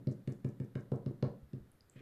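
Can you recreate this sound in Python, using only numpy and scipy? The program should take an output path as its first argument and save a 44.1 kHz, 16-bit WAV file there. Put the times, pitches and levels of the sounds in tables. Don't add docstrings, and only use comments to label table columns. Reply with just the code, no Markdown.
import sys
import numpy as np
from scipy import signal
from scipy.fft import rfft, irfft
from scipy.io import wavfile

SR = 44100
rng = np.random.default_rng(int(sys.argv[2]) if len(sys.argv) > 2 else 0)


def digitize_waveform(pressure):
    field = np.atleast_2d(pressure).T
    bounded = np.clip(field, -1, 1)
    quanta = np.round(bounded * 32767).astype(np.int16)
    wavfile.write(sys.argv[1], SR, quanta)


N = 88993

# frequency_hz, relative_density_db
AIR_SPECTRUM = [(15, 11.5), (25, -2), (120, 7.5), (175, -4), (280, -.5), (722, -11.5), (1000, -15),
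                (1360, -12), (1970, -17), (2500, -23), (3830, -23), (5260, -28), (8030, -29.5),
                (14000, -25.5)]
# frequency_hz, echo_gain_db, t60_s
ROOM_BANDS = [(54.7, -15.5, 0.17), (139, -18.5, 1), (250, -0.5, 0.32), (453, -2.5, 0.32), (980, 5.5, 0.34),
              (1780, -0.5, 0.24), (3040, -8, 0.26), (7370, -3, 0.27), (14000, 1, 0.32)]
# start_s, level_db
HAND_BUMPS = [(1.273, -46), (1.429, -45), (1.605, -48)]
# start_s, level_db, pitch_hz
FINGER_TICKS = [(1.7166, -63, 10200), (1.8072, -57.5, 4800), (1.8975, -56.5, 7450)]
# time_s, level_db
RUB_ENVELOPE = [(1.90, -84), (1.953, -82.5), (1.965, -68.5), (2.02, -70.5)]
# pitch_hz, gain_db, t60_s, swing_sign
DESK_MODES = [(57.3, -21.5, 0.085, -1), (99.7, -10, 0.23, 1), (119.8, -9.5, 0.4, 1),
              (134.15, 2.5, 0.13, -1), (188, -19.5, 0.34, -1), (221.2, -9.5, 0.19, 1), (268, -5, 0.05, 1),
              (366.7, -9, 0.089, -1), (445, -21.5, 0.16, 1)]
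# pitch_hz, gain_db, t60_s, swing_sign
BLOCK_MODES = [(403, -8.5, 0.053, -1), (454.5, -6.5, 0.077, -1), (561.6, 6, 0.022, 1), (600, 2, 0.033, -1),
               (747, -14.5, 0.018, 1), (997, -17.5, 0.025, -1), (1104, -18, 0.017, 1),
               (1337, -19.5, 0.02, -1), (1610, -28.5, 0.024, 1)]
# pitch_hz, width_hz, gain_db
SHELL_MODES = [(1274, 690, 1.5), (1680, 830, 4), (2104, 290, -7), (2780, 270, -7), (3325, 224, -11.5),
               (4170, 270, -7), (4690, 240, -10)]
# start_s, thump_db, knock_db, knock_contact_ms, shell_db, shell_centre_hz, spread_ms, tack_db, rebound_db
PAD_TAPS = [(-0.105, -26, -32.5, 1.63, -68, 3020, 1.0, -66, -29.5),
            (0.0697, -25.5, -31, 2.11, -47, 4500, 0.8, -60, -36),
            (0.2742, -29, -41, 0.89, -46.5, 3070, 2.8, -59.5, -38),
            (0.4453, -27.5, -42, 0.4, -50.5, 2600, 1.8, -65, -41),
            (0.5996, -30.5, -39.5, 1.42, -54, 2470, 1.8, -70.5, -43.5),
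            (0.7534, -31, -40, 0.3, -47.5, 1970, 1.37, -66.5, -43),
            (0.917, -26.5, -27.5, 0.73, -52.5, 3220, 1.3, -68, -37),
            (1.0612, -29, -42, 0.86, -50, 3500, 1.0, -78, -34),
            (1.225, -24.5, -26.5, 0.53, -39, 3700, 0.38, -74, -41),
            (1.5324, -35, -51, 0.86, -57.5, 3160, 1.1, -89, -46.5),
            (1.957, -46.5, -53, 1.4, -60, 2390, 4.7, -80, -47)]

LEAD = SR // 4
TIME = np.arange(-LEAD, N) / SR
AGE = np.arange(SR // 2) / SR


def from_db(db):
    return 10 ** (np.asarray(db) / 20)


def unit_rms(x):
    return x / np.sqrt(np.mean(x ** 2) + 1e-20)


def at_hz(table, hz, column=1):
    table = np.array(table)
    return np.interp(np.log(hz), np.log(table[:, 0]), table[:, column])


def add(out, start_s, sound):
    start = max(0, LEAD + round(start_s * SR))
    part = out[start:start + len(sound)]
    part += sound[:len(part)]


def resonance(x, hz, width_hz):
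    radius = np.exp(-np.pi * width_hz / SR)
    feedback = [1, -2 * radius * np.cos(2 * np.pi * hz / SR), radius ** 2]
    return signal.lfilter(np.array([1, 0, -1]) * (1 - radius ** 2) / 2, feedback, x + 1e-18)


def decay(t60_s):
    return from_db(-60 * AGE / t60_s)


def grains(count, grain_db):
    return rng.standard_normal(count) * from_db(grain_db * rng.standard_normal(count))


def micro_contacts(spread_ms, grain_db=11.5):
    return grains(len(AGE), grain_db) * np.exp(-(AGE * 1000 / (2 * spread_ms)) ** 2)


def click_at(db, click):
    return from_db(db) * click * np.sqrt(SR / 1000 / np.sum(click ** 2))


def bump(db, hz, t60_s, rise_s=0.00059):
    swell = 1 - np.exp(-AGE / rise_s)
    return from_db(db) * swell * decay(t60_s) * np.sin(2 * np.pi * hz * AGE)


def snap(db, hz, width_hz, spread_ms, grain_db):
    flurry = resonance(micro_contacts(spread_ms, grain_db), hz, hz / 2)
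    return click_at(db, resonance(flurry, hz, width_hz))


def air(level_db=-67.5):
    hz = np.maximum(np.fft.rfftfreq(N, 1 / SR), 1)
    spectrum = rfft(rng.standard_normal(N)) * from_db(at_hz(AIR_SPECTRUM, hz))
    return from_db(level_db) * unit_rms(irfft(spectrum, N))


def room(x, first_echo_s=0.0017, build_s=0.0077):
    edges_hz, response = np.geomspace(45, 16000, 15), 0
    build = 1 - np.exp(-np.maximum(AGE - first_echo_s, 0) / build_s)
    for low, high in zip(edges_hz, edges_hz[1:]):
        hz = np.sqrt(low * high)
        band = signal.butter(2, [low, high], "band", fs=SR, output="sos")
        noise = signal.sosfilt(band, rng.standard_normal(len(AGE)))
        echoes = noise * build * decay(at_hz(ROOM_BANDS, hz, column=2))
        echoes *= np.sqrt(2 * (high - low) / SR / np.sum(echoes ** 2))
        response += from_db(at_hz(ROOM_BANDS, hz)) * echoes
    return signal.fftconvolve(x, response)[:len(x)]


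def hand_bumps():
    out = np.zeros(len(TIME))
    for start_s, db in HAND_BUMPS:
        add(out, start_s, bump(db, hz=70, t60_s=0.12))
    return out


def finger_ticks():
    out = np.zeros(len(TIME))
    for start_s, db, hz in FINGER_TICKS:
        add(out, start_s, snap(db, hz, width_hz=0.11 * hz, spread_ms=1, grain_db=9))
    return out


def pad_rub():
    slips, rasp = grains(len(TIME), grain_db=10.5), 0
    for hz, width_hz in [(2150, 1360), (3050, 200)]:
        rasp += resonance(resonance(slips, hz, width_hz), hz, width_hz)
    times_s, levels_db = np.transpose(RUB_ENVELOPE)
    return unit_rms(rasp) * from_db(np.interp(TIME, times_s, levels_db)) * (TIME > times_s[0])


def pad_lifts(dwell_s=0.042, rebound_s=0.049):
    out = np.zeros(len(TIME))
    for start_s, *_, tack_db, rebound_db in PAD_TAPS:
        add(out, start_s + dwell_s, snap(tack_db, hz=6030, width_hz=6200, spread_ms=8.3, grain_db=11.5))
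        add(out, start_s + rebound_s, bump(rebound_db, hz=338.3, t60_s=0.038))
    return out


def rim_crack(thump_db, spread_ms, hz=7500, width_hz=5500):
    db = thump_db - 42.5 + 6 * np.log2(spread_ms)
    flurry = resonance(micro_contacts(spread_ms), hz, width_hz)
    return click_at(db, resonance(flurry, hz, 2 * width_hz))


def shell_click(db, centre_hz, spread_ms, falloff_db_per_octave=10.5):
    contacts, out = micro_contacts(spread_ms), 0
    for hz, width_hz, mode_db in SHELL_MODES:
        ring = resonance(resonance(contacts, hz, width_hz), hz, 0.32 * hz)
        octaves_away = abs(np.log2(hz / centre_hz))
        out += click_at(db + mode_db - falloff_db_per_octave * octaves_away, ring)
    return out


def struck(modes, contact_ms, detune, vary_db):
    ring = 0
    for hz, db, t60_s, swing_sign in modes:
        loaded_hz = hz * (1 + detune * rng.normal())
        amplitude = swing_sign * from_db(db + vary_db * rng.normal())
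        ring += amplitude * decay(t60_s) * np.cos(2 * np.pi * loaded_hz * AGE)
    push = np.sin(np.pi * np.minimum(AGE * 1000 / contact_ms, 1)) ** 2
    return signal.fftconvolve(ring, push / push.sum())[:len(AGE)]


def pad_taps(foam_contact_ms=1.41, squeeze_s=0.00157):
    out = np.zeros(len(TIME))
    for start_s, thump_db, knock_db, knock_contact_ms, shell_db, centre_hz, spread_ms, *_ in PAD_TAPS:
        click = rim_crack(thump_db, spread_ms) + shell_click(shell_db, centre_hz, spread_ms)
        thump = from_db(thump_db) * struck(DESK_MODES, foam_contact_ms, detune=0.004, vary_db=0.2)
        knock = from_db(knock_db) * struck(BLOCK_MODES, knock_contact_ms, detune=0.015, vary_db=0.5)
        add(out, start_s, click + thump)
        add(out, start_s + squeeze_s, knock)
    return out


def scene(fine_echo_db=-5.5):
    desk = pad_taps() + hand_bumps() + pad_rub()
    fine = pad_lifts() + finger_ticks()
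    echoes = room(desk + from_db(fine_echo_db) * fine)
    return ((desk + fine + echoes)[LEAD:] + air())[None]


def record(dry):
    return signal.sosfilt(signal.ellip(10, .1, 70, 14100, fs=SR, output="sos"), dry)


dry = scene()
out = record(dry)
digitize_waveform(out)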